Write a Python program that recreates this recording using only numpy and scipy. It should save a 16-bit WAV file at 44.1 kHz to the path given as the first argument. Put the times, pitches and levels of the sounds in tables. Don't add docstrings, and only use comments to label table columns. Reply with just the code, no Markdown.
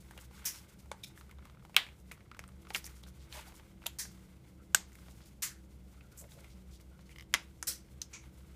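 import sys
import numpy as np
from scipy import signal
from scipy.fft import rfft, irfft, next_fast_len
from scipy.io import wavfile
from scipy.ndimage import uniform_filter1d, map_coordinates

SR = 44100
rng = np.random.default_rng(int(sys.argv[2]) if len(sys.argv) > 2 else 0)


def digitize_waveform(pressure):
    field = np.atleast_2d(pressure).T
    bounded = np.clip(field, -1, 1)
    quanta = np.round(bounded * 32767).astype(np.int16)
    wavfile.write(sys.argv[1], SR, quanta)


def boost_factor(decibels):
    exponent = np.asarray(decibels, float) / 20
    return 10 ** exponent


N = 377055
SPAN = 16384
BINS = np.fft.rfftfreq(SPAN, 1 / SR)


def unit(x):
    return x / np.sqrt(np.mean(x ** 2, axis=-1, keepdims=True) + 1e-20)


def columns(rows):
    return [c[:, None] for c in np.transpose(rows)]


def along(points, hz):
    f, v = np.transpose(points)
    return np.interp(np.log(hz + 1), np.log(f + 1), v)


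def wobble(rate):
    return map_coordinates(rng.standard_normal(int(N * rate / SR) + 4), [np.arange(N) * rate / SR])


def during(spans):
    t = np.arange(N) / SR
    return 1. * sum((t >= start) & (t <= end) for start, end in spans)


def peak(f, centre_hz, width_hz):
    return 1j * f * width_hz / (centre_hz ** 2 - f * f + 1j * f * width_hz)


def noise(gain):
    m = next_fast_len(N)
    return irfft(rfft(rng.standard_normal(m)) * gain(np.fft.rfftfreq(m, 1 / SR)), m)[:N]


def placed(times, sounds):
    at = np.round(np.asarray(times) * SR).astype(int)[:, None] + np.arange(sounds.shape[1])
    return np.bincount(at.ravel(), sounds.ravel(), N + SPAN)[:N]


def causal(gain):
    cepstrum = irfft(np.log(gain + 1e-6))
    cepstrum[:, 1:SPAN // 2] *= 2
    cepstrum[:, SPAN // 2 + 1:] = 0
    return np.exp(rfft(cepstrum))


# frequency in Hz, time to fade 60 dB in seconds.
ROOM_FADE = [(300, .3), (1500, 0.24), (5000, 0.23), (10000, .19), (15000, 0.17)]


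def tails(count, rise, early):
    hz, t, z = signal.stft(rng.standard_normal((count, SPAN)), SR, nperseg=256)
    faded = z * boost_factor(-60 * t / along(ROOM_FADE, hz)[:, None])
    tail = signal.istft(faded, SR, nperseg=256)[1][:, :SPAN]
    t = np.arange(SPAN) / SR
    tail = tail * (1 + early * boost_factor(-60 * t / .06))
    tail = tail * (1 - np.exp(-t / rise)) * (t < .33)
    return tail / np.linalg.norm(tail, axis=1, keepdims=True)


def fractures(count, attack, t60):
    t = np.arange(1024) / SR
    shape = (1 - np.exp(-(t / attack) ** 2)) * boost_factor(-60 * t / t60)
    burst = rng.standard_normal((count, len(t))) * shape
    for _ in range(6):
        spectrum = rfft(burst)
        burst = shape * np.sign(irfft(spectrum / np.abs(spectrum)))
    return rfft(burst / np.linalg.norm(shape), SPAN)


def clicks(rows, colour, room_db, attack, t60, rise, early, blur_hz, dull_hz):
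    s, db = np.transpose(rows)[:2]
    burst = fractures(len(s), attack, t60)
    near = causal(colour / (np.abs(burst) + .1) ** .85) * burst
    blurred = uniform_filter1d(colour ** 2, 1 + int(blur_hz * SPAN / SR), axis=1)
    around = np.sqrt(np.abs(blurred)) / np.hypot(1, BINS / dull_hz)
    around = around * np.abs(burst) ** .4
    size = boost_factor(db[:, None]) / np.abs(irfft(near)).max(axis=1, keepdims=True)
    room = boost_factor(room_db) * causal(around) * rfft(tails(len(s), rise, early))
    return placed(s, size * irfft(near + room))


def colours(curves):
    return boost_factor([along(points, BINS) for points in curves])


def rung(modes, rise):
    s, db, hz, t60 = columns(modes)
    t = np.arange(2048) / SR
    loudness = boost_factor(db - 60 * t / t60) * (1 - np.exp(-t / rise))
    return placed(s[:, 0], loudness * np.sin(2 * np.pi * hz * t))


def plucked(modes):
    dry = rung(modes, rise=.0003)
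    return dry + boost_factor(-13) * signal.fftconvolve(dry, tails(1, .0015, 4)[0])[:N]


def drags(s, length, db, hz, breadth):
    t = np.arange(SPAN) / SR
    grain_db = 4 * rng.standard_normal((len(s), SPAN // 32)).repeat(32, axis=1)
    grain = rng.standard_normal((len(s), SPAN)) * boost_factor(grain_db)
    drag = unit(irfft(rfft(grain) * peak(BINS, hz, hz * breadth * 1.2) ** 2))
    stroke = np.sin(np.pi * np.clip(t / length, 0, 1) ** 0.67) ** 1.2 * (t < length)
    drag = boost_factor(db) * unit(drag * stroke) * np.sqrt(np.mean(stroke ** 2, axis=1, keepdims=True))
    return placed(s[:, 0], irfft(rfft(drag) * (1 + boost_factor(-11) * rfft(tails(len(s), 0.00097, 0)))))


# pitch in Hz, width in Hz, level in dB.
CASE_MODES = [(850, 110, -1.5), (1260, 460, -3), (1550, 250, -1.5), (2100, 270, -3.5), (3570, 1400, -10)]


def case(f):
    return sum((-1) ** k * boost_factor(db) * peak(f, hz, width) for k, (hz, width, db) in enumerate(CASE_MODES))


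# frequency in Hz, level in dB per Hz.
AIR_COLOUR = [(15, -58), (25, -28), (70, 1), (195, -18.5), (249, -31.5), (285, -29.5), (476, -33.5),
              (516, -33), (607, -38), (695, -39.5), (1330, -52.5), (14400, -62), (16000, -66.5)]


def air():
    return boost_factor(-64.5) * unit(noise(lambda f: boost_factor(along(AIR_COLOUR, np.maximum(f, 230))) * (f > 30)))


# pitch in Hz, width in Hz, level in dB.
DUCT_MODES = [(45, 10, -69.5), (63.17, 1.7, -60), (70.22, 4.6, -61.5), (101.9, 12, -70.5),
              (127.9, 20, -65.5), (153.8, 7.9, -70.5), (185.1, 7, -65.5), (203.6, 11, -71),
              (289.6, 9.4, -80.5)]


def duct():
    return sum(boost_factor(db) * unit(noise(lambda f: peak(f, hz, width) ** 2)) for hz, width, db in DUCT_MODES)


# start in seconds, end in seconds.
FAN_LOADED = [
    (0, 0.66),
    (1.08, 1.22),
    (2.55, 5.3),
    (5.38, 5.65),
    (6.38, 9.1),
]


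def motor():
    t = np.arange(N) / SR
    loaded, sag_hz, fade_s = during(FAN_LOADED), 4, 0.079
    tired = sum((t >= start) * (t <= end) * (t - start) / (end - start) for start, end in FAN_LOADED)
    hz = 331 - sag_hz * np.maximum(tired, 1 - loaded) + 0.98 * wobble(3.7)
    db = -71.5 - 10.5 * (1 - uniform_filter1d(loaded, int(fade_s * SR)))
    return np.sqrt(2) * boost_factor(db + 2.5 * wobble(8)) * np.sin(2 * np.pi * np.cumsum(hz) / SR)


# middle in seconds, reach to either side in seconds, lift in dB.
GRIP_SWELLS = [(.21, 0.22, 13), (.5, 0.4, 13), (1.05, 0.27, 4.5), (1.88, 0.15, 8.5), (2.878, 0.17, 11),
               (3.4, 0.39, 13.5), (3.9, 0.26, 4), (4.2, 0.39, 5.5), (4.95, 0.27, 7.5), (5.22, 0.14, 5.5),
               (5.93, .12, 3), (6.2, 0.12, 9), (6.45, 0.31, 7), (7.17, .12, 2), (7.43, 0.12, 4),
               (7.76, 0.29, 1.5), (8.22, 0.2, 5.5), (8.499, 0.32, 6.5)]
# start in seconds, end in seconds.
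STRAINS = [
    (1.1, 1.6),
    (2.13, 2.7),
]
# frequency in Hz, level in dB per Hz.
SKIN_COLOUR = [(2000, -120), (2500, -3.5), (4500, -1), (8000, 0), (13000, -4), (16000, -4)]


def grip():
    flurry, t = wobble(25), np.arange(N) / SR
    strained = during(STRAINS)
    lifts = [db * np.clip(1 - np.abs(t - s) / reach, 0, 1) for s, reach, db in GRIP_SWELLS]
    lift_db = np.max(lifts, axis=0)
    creak_db = -75.5 + lift_db + 3 * strained
    rustle_db = -75 + 0.92 * lift_db
    slips = strained * (rng.random(N) < 60 / SR) * rng.standard_normal(N) * 7
    shaken = slips + rng.standard_normal(N) * boost_factor(2 * flurry + 2.5 * wobble(150))
    f = np.fft.rfftfreq(N, 1 / SR)
    creak = unit(irfft(rfft(shaken) * case(f) * peak(f, 1800, 4000), N))
    rustle = unit(noise(lambda f: boost_factor(along(SKIN_COLOUR, f))) * boost_factor(2.4 * flurry + 1.7 * wobble(60)))
    return boost_factor(creak_db) * creak + boost_factor(rustle_db) * rustle


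# start in seconds, length in seconds, level in dB.
PALM_RUBS = [(0, 0.033, -63.5), (0.101, 0.073, -76), (0.537, 0.084, -55), (0.68, 0.033, -64),
             (0.784, 0.037, -63), (1.032, 0.023, -48), (1.06, 0.039, -61), (2.682, 0.044, -61.5),
             (2.732, 0.069, -47.5), (2.89, 0.023, -63), (3.029, 0.016, -60), (3.065, 0.044, -61),
             (3.309, 0.14, -54.5), (3.475, 0.02, -64), (3.534, 0.082, -61.5), (4.105, 0.034, -65.5),
             (5.09, 0.059, -64), (5.249, 0.054, -62.5), (6.115, 0.021, -63.5), (6.287, 0.093, -62.5),
             (6.399, 0.018, -63), (6.803, 0.026, -64)]


def rubs():
    return drags(*columns(PALM_RUBS), hz=6000, breadth=1.8)


def touches(rows, thud_db, room_db):
    hz, edge_db = columns(rows)[2:4]
    thud = boost_factor(thud_db + 7.5) * peak(BINS, 520, 900) ** 2
    pitch = np.abs(peak(BINS, hz, hz / 3.7)) ** 1.6
    body = .25 * np.minimum(1, 3000 / hz) * peak(BINS, 2100, 3500) ** 2
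    edge = boost_factor(edge_db - 8.5) * peak(BINS, 10000, 18000) ** 2
    colour = np.linalg.norm(np.broadcast_arrays(thud, pitch, body, edge), axis=0)
    colour = colour * (1 + 0.54 * np.abs(case(BINS)))
    return clicks(rows, colour, room_db, attack=0.0012, t60=0.011, rise=0.0015, early=4.0,
                  blur_hz=300.5, dull_hz=15300)


# start in seconds, peak in dB, shell pitch in Hz, bright edge in dB.
SHAFT_BUMPS = [(0.109, -43.5, 1630, -5), (0.176, -39, 2840, -7), (0.31, -51, 891, -27),
               (0.858, -51.5, 880, -9), (1.385, -50.5, 1020, -19), (1.548, -54.5, 1200, -20),
               (1.65, -45.5, 805, -13), (1.695, -50, 760, -14), (1.744, -39.5, 2490, -14),
               (2.177, -52, 1195, -26), (2.206, -54, 2060, -28.5), (2.368, -49, 992, -9),
               (2.874, -47.5, 5700, -14.5), (3.036, -44.5, 3740, -26), (3.064, -50, 1550, -22),
               (3.521, -48, 806, -19), (3.597, -46, 868, -29.5), (3.819, -51.5, 910, -18),
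               (3.838, -46, 1500, -24), (4.052, -44.5, 1588, -17.5), (4.723, -60, 7400, -7),
               (5.083, -44, 806, -23), (5.204, -54, 1520, -15.5), (6.24, -50.5, 800, -17.5),
               (6.443, -48, 2240, -10), (6.799, -54, 2180, -6), (6.991, -48.5, 1090, -46)]


def bumps():
    return touches(SHAFT_BUMPS, thud_db=-11, room_db=-4.5)


# start in seconds, level in dB, pitch in Hz.
PANEL_PLUCKS = [(.121, -54, 1800), (.136, -52, 1300), (.167, -48, 800), (.177, -46, 2750), (.19, -49, 1700),
                (.193, -53, 3100), (.379, -46, 1500), (1.292, -57, 1100), (1.312, -52, 1400),
                (1.326, -52, 1050), (1.385, -50, 3700), (1.392, -48, 1300), (1.499, -50, 3700),
                (1.2108, -52, 4300), (2.762, -30, 1400), (1.426, -49, 1400), (1.452, -50, 2450),
                (1.459, -52, 1050), (1.471, -58, 1150), (1.482, -57, 1250), (1.547, -52, 1250),
                (1.572, -48, 1350), (1.625, -50, 1250), (1.65, -49, 1150), (1.696, -51, 1050),
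                (2.207, -54, 2210), (2.259, -56, 2000), (2.263, -55, 1200), (2.315, -44, 1300),
                (2.328, -51, 1300), (2.337, -52, 2300), (2.366, -48, 1350), (2.4, -46, 1400),
                (2.479, -53, 1500), (2.864, -43.5, 2210), (3.029, -54, 1200), (3.082, -50, 1300),
                (3.319, -46, 2800), (3.3255, -40, 2430), (3.3255, -35, 3250), (3.3257, -32, 4260),
                (3.333, -46, 1000), (3.446, -56, 1500), (3.542, -50, 1000), (3.596, -47, 1900),
                (3.597, -53, 3510), (3.819, -50.5, 3000), (3.829, -46, 2600), (3.84, -51, 1303),
                (6.008, -48, 2600), (6.009, -56, 1405), (6.124, -56.5, 1500), (6.242, -54, 2100),
                (6.29, -53, 1900), (6.32, -55, 1900), (6.413, -53, 1500), (6.444, -52, 2200)]


def plucks():
    modes = []
    for s, db, low_hz in PANEL_PLUCKS:
        for ratio, more_db in ((1, 0), (1.7, -8)):
            hz = low_hz * ratio
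            modes.append((s, db + more_db, hz, 14 / np.sqrt(hz * 1500)))
    return plucked(modes)


# start in seconds, peak in dB, shell pitch in Hz, bright edge in dB.
LIP_CREAKS = [(0.188, -44, 1520, -18), (1.311, -45.5, 2130, -8), (1.497, -49.5, 1240, -29),
              (2.314, -42.5, 1277, -38), (2.346, -45.5, 1370, -25), (2.438, -39.5, 1260, -27),
              (2.488, -49.5, 1170, -13), (2.864, -36.5, 6370, -4), (4.919, -51, 1970, -7.5),
              (4.953, -44, 2050, -1.5), (7.16, -53, 2900, -5), (7.184, -46, 5600, -3),
              (7.196, -50, 3800, -6), (7.208, -47, 5500, -3)]


def creaks():
    return touches(LIP_CREAKS, thud_db=-34, room_db=-9)


# start in seconds, length in seconds, level in dB, pitch in Hz.
SEAM_SCUFFS = [(0.196, 0.04, -58.5, 8060), (0.342, 0.058, -64, 4600), (1.154, 0.077, -63.5, 8900),
               (1.977, 0.066, -70.5, 8470), (2.122, .04, -67, 8870), (2.612, 0.021, -69, 8900),
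               (2.757, 0.049, -49, 11000), (2.846, 0.038, -49.5, 9000), (2.947, 0.055, -65, 6900),
               (3.185, 0.094, -67.5, 4000), (3.319, 0.13, -55, 2410), (3.858, 0.011, -39.5, 2800),
               (5.209, 0.051, -66, 4040), (6.491, 0.066, -66.5, 4040), (6.703, 0.096, -63.5, 4860),
               (6.999, 0.032, -69.5, 4980), (7.055, 0.028, -69, 5000), (7.095, 0.055, -65.5, 6000)]


def scuffs():
    return drags(*columns(SEAM_SCUFFS), breadth=1.15)


# start in seconds, peak in dB, shell pitch in Hz, bright edge in dB.
TIP_TICKS = [(.444, -45, 1500, -6), (1.175, -45, 1590, -26.5), (1.21, -43.5, 1290, -35),
             (1.293, -53, 1300, -9), (1.47, -50.5, 1150, -21), (1.453, -46, 1150, -10),
             (1.594, -54, 1450, -21), (1.865, -40.5, 2250, -22), (1.887, -45.5, 2320, -21),
             (2.113, -36.5, 2210, -28.5), (2.117, -39, 1220, 0.5), (2.477, -48.5, 8700, -10),
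             (2.65, -49.5, 1280, -28), (2.669, -43.5, 1260, -32), (2.703, -33.5, 790, -31),
             (2.7533, -25, 2000, -20), (2.7597, -26, 4900, 0), (2.842, -36, 5560, -8),
             (3.325, -40, 3300, -15), (4.929, -51.5, 6900, -4), (4.987, -56, 1260, -14),
             (6.009, -52.5, 2500, -28), (6.318, -50.5, 3800, -19), (7.092, -51.5, 2100, -15),
             (7.223, -50, 3000, -3), (7.328, -51.5, 2402, -4.5)]


def ticks():
    return touches(TIP_TICKS, thud_db=-17.5, room_db=-4.5)


# start in seconds, peak in dB, room level in dB.
HIDDEN_SNAPS = [
    (.452, -35, 20),
    (3.986, -37, 16.5),
    (5.421, -33.5, 17.5),
    (7.67, -33.5, 19),
    (8.131, -44.5, 15),
]
# frequency in Hz, level in dB per Hz.
HIDDEN_TONES = [
    [(290, -26), (500, -25), (705, -28), (2030, -12.5), (4470, -14.5), (5540, -1), (7480, -9), (12000, -7),
     (15300, -7.5)],
    [(290, -52), (500, -17), (790, -15), (1290, -12.5), (1790, -1), (3120, -9.5), (3980, -1), (6300, 3.5),
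     (15300, -4)],
    [(290, -64), (500, -39), (1000, -14), (1900, -3), (2700, -7), (5000, -4), (7200, 2), (9000, -1),
     (12500, -2.5), (15300, -4.5)],
    [(290, -64), (500, -17), (629, -31.5), (1980, -12.5), (2870, -17), (5860, -4), (6670, -7.5), (8150, -5),
     (15300, -10)],
    [(290, -55.5), (500, -31), (1040, -7), (1800, -9.5), (2280, 3), (3080, -9.5), (5300, -7), (5750, 1),
     (6400, 1), (7600, -4), (8600, -14), (15300, -28.5)],
]


def hidden_snaps():
    return clicks(HIDDEN_SNAPS, colours(HIDDEN_TONES), columns(HIDDEN_SNAPS)[2], attack=0.00069, t60=0.02,
                  rise=0.0058, early=.1, blur_hz=60, dull_hz=40300)


# start in seconds, level in dB, pitch in Hz.
BLADE_RINGS = [
    (.453, -63, 5540),
    (7.671, -51.5, 5960),
    (8.018, -78, 6050),
]


def blade():
    s, db, hz = columns(BLADE_RINGS)
    t = np.arange(SPAN) / SR
    drift = 0.013 * np.cumsum(rng.standard_normal((len(s), SPAN)), axis=1)
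    loudness = boost_factor(db - 60 * t / 0.34) * (1 - np.exp(-t / .004))
    return placed(s[:, 0], loudness * np.sin(2 * np.pi * hz * t + drift))


# start in seconds, length in seconds, level in dB, pitch in Hz.
NAIL_WHISTLES = [(1.034, 0.016, -44.5, 3680), (1.037, 0.018, -51, 5450), (1.035, .014, -51, 2350),
                 (1.057, 0.013, -62, 3660), (3.473, .016, -62, 4600), (.453, .03, -47, 6100),
                 (.53, .06, -60, 5400), (5.425, .04, -47, 7200), (3.99, .04, -55, 8300),
                 (5.96, .04, -72, 1350), (6.101, 0.058, -69, 1430), (7.1, 0.031, -67, 2130),
                 (7.12, 0.02, -68, 2900), (3.995, .07, -54, 6300), (3.99, 0.042, -56, 1800),
                 (4.579, .06, -69, 1370), (6.02, 0.062, -70.5, 1424), (6.903, 0.1, -73.5, 1430)]


def whistles():
    return drags(*columns(NAIL_WHISTLES), breadth=0.11)


# start in seconds, peak in dB, time for the break to fade 60 dB in seconds,
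# room level in dB.
CATCH_SNAPS = [
    (0.915, -32.5, 0.01, -3),
    (2.392, -30, 0.0048, -6.5),
    (2.7468, -18, 0.013, -5),
    (7.3455, -20, .008, -4.5),
    (7.6266, -25, .004, -6),
    (8.016, -27, .014, -4),
]
# frequency in Hz, level in dB per Hz.
SNAP_TONES = [
    [(180, -43), (300, -7), (917, 2), (2340, -7.5), (2940, -20), (3640, -2.5), (4360, -12), (7880, -7),
     (15200, -26)],
    [(180, -37), (300, -12), (533, -12.5), (2220, -1), (3760, -17), (6060, -11), (8140, -19), (11300, -17),
     (15200, -28)],
    [(180, -60), (300, -26), (1600, -13.5), (2800, 1), (4510, -16), (7500, -15), (10900, -27), (13300, -16),
     (15200, -36)],
    [(180, -46), (300, -16), (1500, -10.5), (2080, 0.5), (3640, -14), (5770, -7.5), (7020, -19.5),
     (10100, -17), (15200, -36)],
    [(180, -45), (300, -22), (1600, 1), (4090, -17), (6690, 1), (7500, -12), (8420, -2.5), (11500, -8.5),
     (15200, -34)],
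    [(180, -44), (300, -21), (917, -26), (2050, -16), (3580, -14), (6060, -3), (11900, -23), (13100, -13),
     (15200, -33)],
]


def snaps():
    return clicks(CATCH_SNAPS, colours(SNAP_TONES), columns(CATCH_SNAPS)[3], attack=.0009,
                  t60=columns(CATCH_SNAPS)[2], rise=0.0013, early=4.1, blur_hz=1500, dull_hz=16000)


# start in seconds, level in dB, pitch in Hz,
# time to fade 60 dB in seconds.
PANEL_RINGS = [(1.7635, -32.5, 3100, .02), (1.767, -24, 2240, .045), (4.7465, -13, 1555, .022),
               (4.7468, -22, 2850, .018), (4.7466, -18, 8010, .018), (4.747, -19, 6900, .012),
               (4.7468, -26, 5450, .02), (7.3455, -24.5, 2044, .045), (.9155, -33, 600, .022),
               (.9155, -34, 872, .022), (.9158, -41, 1120, .03), (.9155, -38, 1485, .02),
               (.9158, -37, 2234, .016), (.916, -34.5, 3555, .013), (3.861, -39, 647, .045),
               (3.861, -41, 940, .05), (3.862, -45, 1410, .03), (2.7498, -20, 2800, .009),
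               (8.0177, -25, 6060, .011), (8.0163, -39, 4130, .016), (8.0163, -31, 5300, .012),
               (7.627, -34, 1580, .009), (7.627, -36, 950, .012), (3.8657, -20, 3650, .007),
               (3.8659, -25, 2950, .007)]


def rings():
    return rung(PANEL_RINGS, rise=.0005)


# start in seconds, length in seconds, level in dB, pitch in Hz.
PANEL_SQUEAKS = [(3.351, 0.016, -49.5, 890), (3.366, 0.05, -53, 940), (3.33, 0.033, -58, 2100),
                 (3.415, 0.033, -61, 2210), (3.467, 0.03, -60, 775), (3.33, .1, -59, 600),
                 (5.44, .18, -66, 1600), (.92, .05, -58, 900), (2.872, 0.011, -55, 1880),
                 (6.167, 0.077, -58, 11600), (6.172, 0.066, -53, 7480), (6.204, 0.088, -60, 540),
                 (6.34, .13, -64.5, 543), (7.102, .04, -63, 2204)]


def squeaks():
    return drags(*columns(PANEL_SQUEAKS), breadth=0.36)


# start in seconds, peak in dB, time for the break to fade 60 dB
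# in seconds, room level in dB.
CAP_JUMPS = [
    (1.765, -2.5, .004, -6),
    (3.865, -21, 0.012, -6),
    (4.7464, -9.5, .01, -7),
    (7.3391, -10, 0.007, -8.5),
]
# frequency in Hz, level in dB per Hz.
JUMP_TONES = [
    [(180, -53), (300, -18), (874, -22.5), (1210, -5), (1550, -5), (2050, -9), (2300, 1.5), (3900, -1),
     (4500, -12), (7300, -16), (8100, -12), (9000, -17), (15300, -16)],
    [(180, -40), (300, -40), (639, -4), (1890, -20), (2720, -4), (3720, -2), (5250, -16.5), (7540, 0),
     (8190, -14), (10100, -4), (12600, -4), (15300, -7)],
    [(200, -51), (400, -14), (1150, -14), (1550, -6), (2300, -20), (2850, -8), (4200, -12.5), (7000, -3.5),
     (8300, -5), (10500, -19), (13000, -7.5), (15300, -27)],
    [(180, -33.5), (850, -21.5), (1200, -9), (2100, -3), (2700, -12), (3200, -1), (4000, -17), (5300, -12),
     (6300, -15), (6800, -5.5), (7200, -23), (10100, -15), (15300, -27.5)],
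]


def jumps():
    return clicks(CAP_JUMPS, colours(JUMP_TONES), columns(CAP_JUMPS)[3], attack=0.0012,
                  t60=columns(CAP_JUMPS)[2], rise=.0015, early=2.1, blur_hz=1600, dull_hz=8000)


# start in seconds, level in dB.
TEETH = [
    (7.1603, -39.5),
    (7.1843, -37),
    (7.1963, -39),
    (7.2085, -38),
    (7.2235, -45.5),
]
# pitch in Hz, level in dB, time to fade 60 dB in seconds.
CAP_MODES = [(2100, -2.5, .014), (3000, -3, .007), (1210, -14.5, .015), (4900, -11.5, .008)]


def ratchet():
    return plucked([(s, db + level, hz, t60) for s, db in TEETH for hz, level, t60 in CAP_MODES])


def scene():
    room = air() + duct() + motor()
    hands = grip() + rubs() + scuffs() + whistles() + squeaks()
    tip = bumps() + plucks() + creaks() + ticks() + blade()
    catches = hidden_snaps() + snaps() + rings() + jumps() + ratchet()
    return (room + hands + tip + catches)[None]


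def band_limit(x):
    return signal.sosfilt(signal.butter(12, 16500, fs=SR, output="sos"), x)


def record(dry):
    over = np.clip((np.fft.rfftfreq(N, 1 / SR) - 15200) / 250, 0, 1)
    mix = irfft(rfft(dry) * boost_factor(-30 * over), N)
    return band_limit(mix)


dry = scene()
out = record(dry)
digitize_waveform(out)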